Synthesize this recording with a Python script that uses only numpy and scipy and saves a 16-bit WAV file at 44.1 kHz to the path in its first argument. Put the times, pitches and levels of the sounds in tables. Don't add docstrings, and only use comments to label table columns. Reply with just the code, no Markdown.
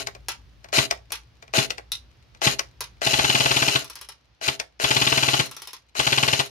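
import sys
import numpy as np
from scipy import signal
from scipy.fft import rfft, irfft
from scipy.io import wavfile
from scipy.ndimage import uniform_filter1d

SR = 44100
rng = np.random.default_rng(int(sys.argv[2]) if len(sys.argv) > 2 else 0)


def digitize_waveform(pressure):
    field = np.atleast_2d(pressure).T
    bounded = np.clip(field, -1, 1)
    quanta = np.round(bounded * 32767).astype(np.int16)
    wavfile.write(sys.argv[1], SR, quanta)


N = 286644
TIME_S = np.arange(N) / SR
AGE_S = np.arange(8192) / SR


def amp(db):
    return 10 ** (np.asarray(db) / 20)


def unit(x):
    return x / np.sqrt(np.sum(x ** 2) + 1e-20)


def read(points, hz):
    f, value = np.transpose(points)
    return np.interp(np.log(hz + 1), np.log(f + 1), value)


def add(mix, s, sound):
    start = round(s * SR)
    sound = sound[max(-start, 0):]
    part = mix[max(start, 0):][:len(sound)]
    part += sound[:len(part)]


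def delayed(x, s):
    return np.pad(x, (round(s * SR), 0))[:N]


def highpass(x, hz, order=2):
    return signal.sosfilt(signal.butter(order, hz, "highpass", fs=SR, output="sos"), x)


def response(points, peaks=()):
    hz = abs(np.fft.fftfreq(len(AGE_S), 1 / SR))
    db = read(points, hz) + sum(lift / (1 + (2 * (hz - f) / width) ** 2) for f, width, lift in peaks)
    log_spectrum = np.conj(signal.hilbert(np.log(amp(db))))
    return np.fft.ifft(np.exp(log_spectrum)).real[:len(AGE_S) // 2]


def through(x, impulse):
    return signal.fftconvolve(x, impulse)[:len(x)]


def smooth_noise(samples):
    return np.sqrt(N) * unit(uniform_filter1d(rng.standard_normal(N), size=samples))


def impact(body, t60_s, chatter):
    contact = chatter * unit(rng.standard_normal(len(AGE_S)) * amp(-60 * AGE_S / t60_s))
    contact[0] += 1
    return unit(through(contact, body))


def ring(hz, t60_s):
    return np.sin(2 * np.pi * hz * AGE_S) * amp(-60 * AGE_S / t60_s)


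def slam_times(first_s, burst_s, slow_s, drift_s, cycle_s=.05265, settle_s=.036):
    times, held_s = [], 0
    while held_s < burst_s - cycle_s / 2:
        times.append(first_s + held_s)
        held_s += cycle_s + slow_s * np.exp(-held_s / settle_s) + drift_s * (held_s / burst_s) ** 3
    return times + [first_s + burst_s]


# (switch on [s], first slam [s], burst length [s], first-cycle excess [s],
# cycle drift [s], switch level [dB], gear level [dB], slam level [dB], thump level [dB])
TRIGGER_PULLS = [(-.115, -.048, 0, 0, 0, -14, -20, -14, -24), (.728, .7855, 0, 0, 0, -15.5, -17, -12, -26),
                 (1.537, 1.585, 0, 0, 0, -14, -17.5, -15, -25.5),
                 (2.417, 2.471, 0, 0, 0, -14.5, -17.5, -13.5, -27),
                 (3.017, 3.0695, .688, .0157, .0092, -15, -23.5, -14.7, -29.7),
                 (4.413, 4.4839, 0, 0, 0, -26.5, -26, -14, -32),
                 (4.799, 4.8439, .5536, .0148, .0025, -18, -24, -14.5, -29.5),
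                 (5.952, 5.9981, .3994, .021, -.0081, -25, -26.5, -14.3, -31)]
# (frequency [Hz], level [dB])
GRIND_SPECTRUM = [(60, -29.5), (250, -6), (600, 0.5), (1000, -7), (1600, -4), (2300, -2.5), (3400, -11.5),
                  (5000, 1.5), (6600, -6), (8000, -7.5), (10000, -11.5), (13500, -15), (16000, -64.5)]
# (frequency [Hz], width [Hz], lift [dB])
GEARBOX_PEAKS = [(657.7, 24, 10), (1420, 160, 7), (2830, 220, 3), (2990, 940, 11.5), (4042, 560, 12),
                 (6680, 720, 10.5)]


def gears(mesh_hz=2880, pinion_teeth=10, spin_up_s=.024, coast_s=.088, wobble=.097, alike=.083):
    slack_db, undriven_db, wound_db, released_db, grit_db = -3, -1.5, 3, -4, 2
    speed, level, strain_db = np.zeros((3, N))
    for on_s, first_s, burst_s, slow_s, drift_s, _, gear_db, _, _ in TRIGGER_PULLS:
        off_s = first_s + burst_s - .004
        run_up = 1 - np.exp(-np.maximum(TIME_S - on_s, 0) / spin_up_s)
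        turning = run_up * np.clip(1 - (TIME_S - off_s) / coast_s, 0, 1)
        speed += turning
        slack = np.clip((first_s - TIME_S) / (first_s - on_s), 0, 1)
        undriven = np.clip((TIME_S - off_s) / .026325, 0, 1)
        level += amp(gear_db + slack_db * slack ** 2 + undriven_db * undriven) * turning ** .62
        for s in slam_times(first_s, burst_s, slow_s, drift_s):
            since_s = TIME_S - s + .011
            winding_db = wound_db * np.exp(-abs(since_s) / .044)
            relief_db = released_db * np.exp(-abs(since_s) / .037)
            strain_db += np.where(since_s < 0, winding_db, relief_db)
    phase = 2 * np.pi * np.cumsum(mesh_hz * speed * (1 + wobble * smooth_noise(150))) / SR
    whine = .27 * (np.sin(phase) + .95 * np.sin(2 * phase))
    bite = np.sqrt(N) * unit(amp(grit_db * smooth_noise(40)))
    left, other = rng.standard_normal((2, N)) * bite * (1 + .11 * np.cos(phase / pinion_teeth))
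    right = alike * left + np.sqrt(1 - alike ** 2) * other
    gearbox = unit(response(GRIND_SPECTRUM, GEARBOX_PEAKS))
    return np.array([through((grind + whine) * level * amp(strain_db), gearbox)
                     for grind in (left, right)])


def shots(scatter_db=.32, slow_thump_db=-.5):
    for _, first_s, burst_s, slow_s, drift_s, _, _, slam_db, thump_db in TRIGGER_PULLS:
        times = slam_times(first_s, burst_s, slow_s, drift_s)
        for s in times:
            slow = len(times) > 1 and s in (times[0], times[-1])
            offset_db = scatter_db * rng.standard_normal()
            yield s, slam_db + offset_db, thump_db + offset_db + slow * slow_thump_db


def barrel(start_hz=450, end_hz=110, travel_s=.014):
    progress = AGE_S[AGE_S < travel_s] / travel_s
    hz = start_hz + (end_hz - start_hz) * progress
    return unit(-np.sin(2 * np.pi * np.cumsum(hz) / SR) * np.sin(np.pi * progress))


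# (frequency [Hz], level [dB], t60 [s])
STOCK_MODES = [(128, 6, 0.09), (235, -22, 0.16), (281.5, -5.5, 0.22), (402.5, -6, 0.27), (666, -24.5, .1),
               (840, 5.5, 0.054)]
# (frequency [Hz], level [dB])
SLAM_SPECTRUM = [(100, -5), (600, -18), (1400, -11.5), (2050, -10), (2750, -1), (3400, -5.5), (4600, -9),
                 (7000, -30.5), (15000, -51.5)]
MUZZLE_SPECTRUM = [(60, -16), (400, -10), (850, 0), (1450, -5), (2000, -4.5), (2700, -8.5), (3500, -4),
                   (5500, -12), (8000, -17), (15000, -48.5)]
PUFF_SPECTRUM = [(25, -38), (70, -24.5), (120, -9), (200, -20), (340, -6), (600, -25), (1500, -40)]


def piston(launch_lead_s=.00813, pop_delay_s=.0033, latch_delay_s=.013):
    out = np.zeros(N)
    slam, muzzle = response(SLAM_SPECTRUM), response(MUZZLE_SPECTRUM)
    puff, gearbox = unit(response(PUFF_SPECTRUM)), response(GRIND_SPECTRUM, GEARBOX_PEAKS)
    stock = -unit(sum(amp(db) * ring(hz, t60_s) for hz, db, t60_s in STOCK_MODES))
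    for s, slam_db, thump_db in shots():
        add(out, s - .005, amp(slam_db + 19) * impact(gearbox, t60_s=.022, chatter=4))
        add(out, s, amp(slam_db + 25) * impact(slam, t60_s=.035, chatter=.9))
        add(out, s + pop_delay_s, amp(slam_db + 25.5) * impact(muzzle, t60_s=.039, chatter=2.3))
        add(out, s + latch_delay_s, amp(slam_db + 13.5) * impact(gearbox, t60_s=.027, chatter=1.6))
        add(out, s - launch_lead_s, amp(thump_db + 30.5) * stock)
        add(out, s, amp(thump_db + 28) * stock)
        add(out, s - .009, amp(1.734 * thump_db + 51) * barrel())
        add(out, s - .002, amp(thump_db + 18) * puff)
    return highpass(out, hz=75.7)


# (frequency [Hz], t60 [s])
PORCH_DECAY = [(100, 0.48), (500, 0.27), (2500, 0.16), (6000, 0.18), (14000, 0.14)]


def porch(x, build_s=.00095, echoes_per_s=5000):
    taps = rng.standard_normal((2, SR // 2)) * (rng.random((2, SR // 2)) < echoes_per_s / SR)
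    hz, t, bands = signal.stft(taps, SR, nperseg=256)
    bands = bands * amp(-60 * t / read(PORCH_DECAY, hz)[:, None]) * (1 - np.exp(-t / build_s))
    _, tails = signal.istft(bands, SR, nperseg=256)
    trapped = highpass(x, hz=205)
    return np.array([through(trapped, unit(tail)) for tail in tails])


# (frequency [Hz], density [dB])
HUM_SPECTRUM = [(15, -31), (35, -19), (48, -10), (58, 3), (72, -10), (95, -13.5), (122, -9), (170, -24.5),
                (300, -32.5), (900, -60)]
WIND_SPECTRUM = [(100, -4), (300, 2.5), (700, 3.5), (1500, 1), (3000, 0), (4800, -2.5), (6000, -7),
                 (8000, -28.5), (12000, -27.5), (16000, -53.5)]
# (frequency [Hz], correlation [0-1])
AIR_CORRELATION = [(100, 0.84), (300, 0.6), (700, .1), (15000, 0.4)]
# (time [s], hum level [dB], wind level [dB])
AIR_LEVELS = [(0, -47, -63.5), (1.2, -54.5, -64.5), (3.0, -52, -62.5), (4.25, -63.5, -66.5),
              (6.5, -65.5, -68)]


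def hum_and_wind():
    hz = np.fft.rfftfreq(N, 1 / SR)
    left, other = rfft(rng.standard_normal((2, N)))
    alike = read(AIR_CORRELATION, hz)
    sides = np.array([left, alike * left + np.sqrt(1 - alike ** 2) * other])
    hum, wind = (np.sqrt(2 * N) * unit(irfft(sides * amp(read(spectrum, hz)), N))
                 for spectrum in (HUM_SPECTRUM, WIND_SPECTRUM))
    s, hum_db, wind_db = np.transpose(AIR_LEVELS)
    return hum * amp(np.interp(TIME_S, s, hum_db)) + wind * amp(np.interp(TIME_S, s, wind_db))


def handling(ticks_per_s=22, floor_db=-44, spread_db=4):
    ticks = rng.random(N) < ticks_per_s / SR
    level_db = floor_db + spread_db * np.minimum(rng.exponential(1, N), 2.5)
    creak = impact(response(GRIND_SPECTRUM, GEARBOX_PEAKS), t60_s=.023, chatter=4)
    return through(ticks * amp(level_db), creak)


# (time [s], level [dB], relative knock [dB], ring [Hz])
TRIGGER_RELEASES = [(0.071, -11.5, -22, 2300), (0.91, -5, -21.5, 5460), (1.705, -8, -27.5, 2820),
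                    (2.593, -5, -27, 5700), (4.599, -9, -24, 2220)]
# (time [s], level [dB])
LOOSE_PARTS = [(0.15, -29), (0.644, -29.5), (0.687, -35.5), (0.974, -40), (1.105, -30.5), (1.425, -31),
               (1.479, -38.5), (1.781, -21.5), (2.348, -39)]
# (frequency [Hz], level [dB])
SNAP_SPECTRUM = [(200, -23.5), (1100, -11), (2200, -7.5), (3400, -9.5), (5500, -5.5), (7000, -11.5),
                 (10000, -28), (15000, -33)]
GRIP_SPECTRUM = [(80, -45.5), (280, -15), (620, -0.5), (1000, -5), (2000, -8.5), (6000, -50.5)]


def clicks(switch_hz=2900, switch_knock_db=-11.5, loose_hz=2450, loose_knock_db=-16.5, seat_s=.0145):
    out, snap, grip = np.zeros(N), response(SNAP_SPECTRUM), response(GRIP_SPECTRUM)
    switches = [(s, db, switch_knock_db, switch_hz) for s, _, _, _, _, db, *_ in TRIGGER_PULLS]
    rattles = [(s, db, loose_knock_db, loose_hz) for s, db in LOOSE_PARTS]
    for s, db, knock_db, hz in switches + TRIGGER_RELEASES + rattles:
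        latch = impact(snap, t60_s=.012, chatter=2.5)
        lead_in_hiss = impact(snap, t60_s=.11, chatter=7.5)
        add(out, s - .006, amp(db - 1.5) * lead_in_hiss)
        add(out, s, amp(db + 11) * impact(snap, t60_s=.053, chatter=.89))
        add(out, s + .0016, amp(db + 10) * latch)
        add(out, s + .001663, amp(db + 8) * unit(ring(hz, t60_s=.012)))
        add(out, s + .001, amp(db + knock_db + 31) * impact(grip, t60_s=.077, chatter=1.4))
        add(out, s + seat_s, amp(db + knock_db + 23) * impact(grip, t60_s=.026, chatter=1.4))
    return out


# (flight [s], clack [dB], ring [Hz], knock [dB], crack [dB])
PELLET_HITS = [(.331, -36, 5000, -36, -29.5), (.3335, -23, 5850, -39, -28.5), (.332, -9, 4060, -51, -30.5),
               (.334, -20, 4230, -39, -31.5), (.329, -31, 5400, -50.5, -41.5), (.331, -35, 5000, -50, -42),
               (.333, -30, 5700, -49.5, -41), (.331, -40, 4040, -60, -45)]
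# (frequency [Hz], level [dB])
CRACK_SPECTRUM = [(300, -33), (2000, -3.5), (5500, 5.5), (7800, -5), (10200, 4.5), (12500, -0.5),
                  (14500, -6), (16000, -17.5)]
TARGET_SPECTRUM = [(200, -26), (400, 0), (650, -6.5), (1000, 5), (1500, -3), (2500, -5), (5000, -13),
                   (12000, -39.5)]


def pellets():
    out, crack, target = np.zeros(N), response(CRACK_SPECTRUM), response(TARGET_SPECTRUM)
    for pull, (flight_s, clack_db, hz, knock_db, crack_db) in zip(TRIGGER_PULLS, PELLET_HITS):
        _, first_s, burst_s, slow_s, drift_s, *_ = pull
        clack = unit(ring(hz, t60_s=.009) - ring(.9 * hz, t60_s=.009))
        for s in np.add(slam_times(first_s, burst_s, slow_s, drift_s), flight_s):
            add(out, s + .001526, amp(crack_db + 29) * impact(crack, t60_s=.041, chatter=15))
            add(out, s + .0019, amp(clack_db + 7.5) * clack)
            add(out, s + .0013, amp(knock_db + 33.5) * impact(target, t60_s=.11, chatter=7.3))
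    return out


def yard(hits):
    direct = hits * amp([[0], [-2.5]])
    dull = through(hits, response([(300, -16.5), (3000, 4.5), (6000, -1), (12000, -8)]))
    wall = np.array([delayed(dull, s=.0335), delayed(dull, s=.0345)])
    return direct + amp(-9.5) * wall + amp(-.5) * porch(dull)


# (frequency [Hz], gain [dB])
RIGHT_SHADOW = [(100, -1.5), (400, -4.5), (700, -5.5), (1300, -9.5), (2400, -2.5), (3800, -5), (5500, -15),
                (7500, -15), (9500, 1), (15000, -0.5)]


def scene():
    left, right = gears() + piston() + clicks() + handling()
    shadow = response(RIGHT_SHADOW)
    rifle = np.array([left, delayed(through(right, shadow), s=.00037)])
    echoes = porch(left)
    echoes[1] = through(echoes[1], shadow) * amp(9)
    return rifle + amp(-15) * echoes + yard(pellets()) + hum_and_wind()


def record(dry):
    ceiling, edge_hz = .93, 15900
    thin = highpass(dry, hz=50, order=4)
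    rounded = thin / (1 + (thin / ceiling) ** 4) ** .25
    lowpass = signal.firwin(255, edge_hz, window=("kaiser", 9), fs=SR)
    return signal.oaconvolve(rounded, lowpass[None], "same")


dry = scene()
out = record(dry)
digitize_waveform(out)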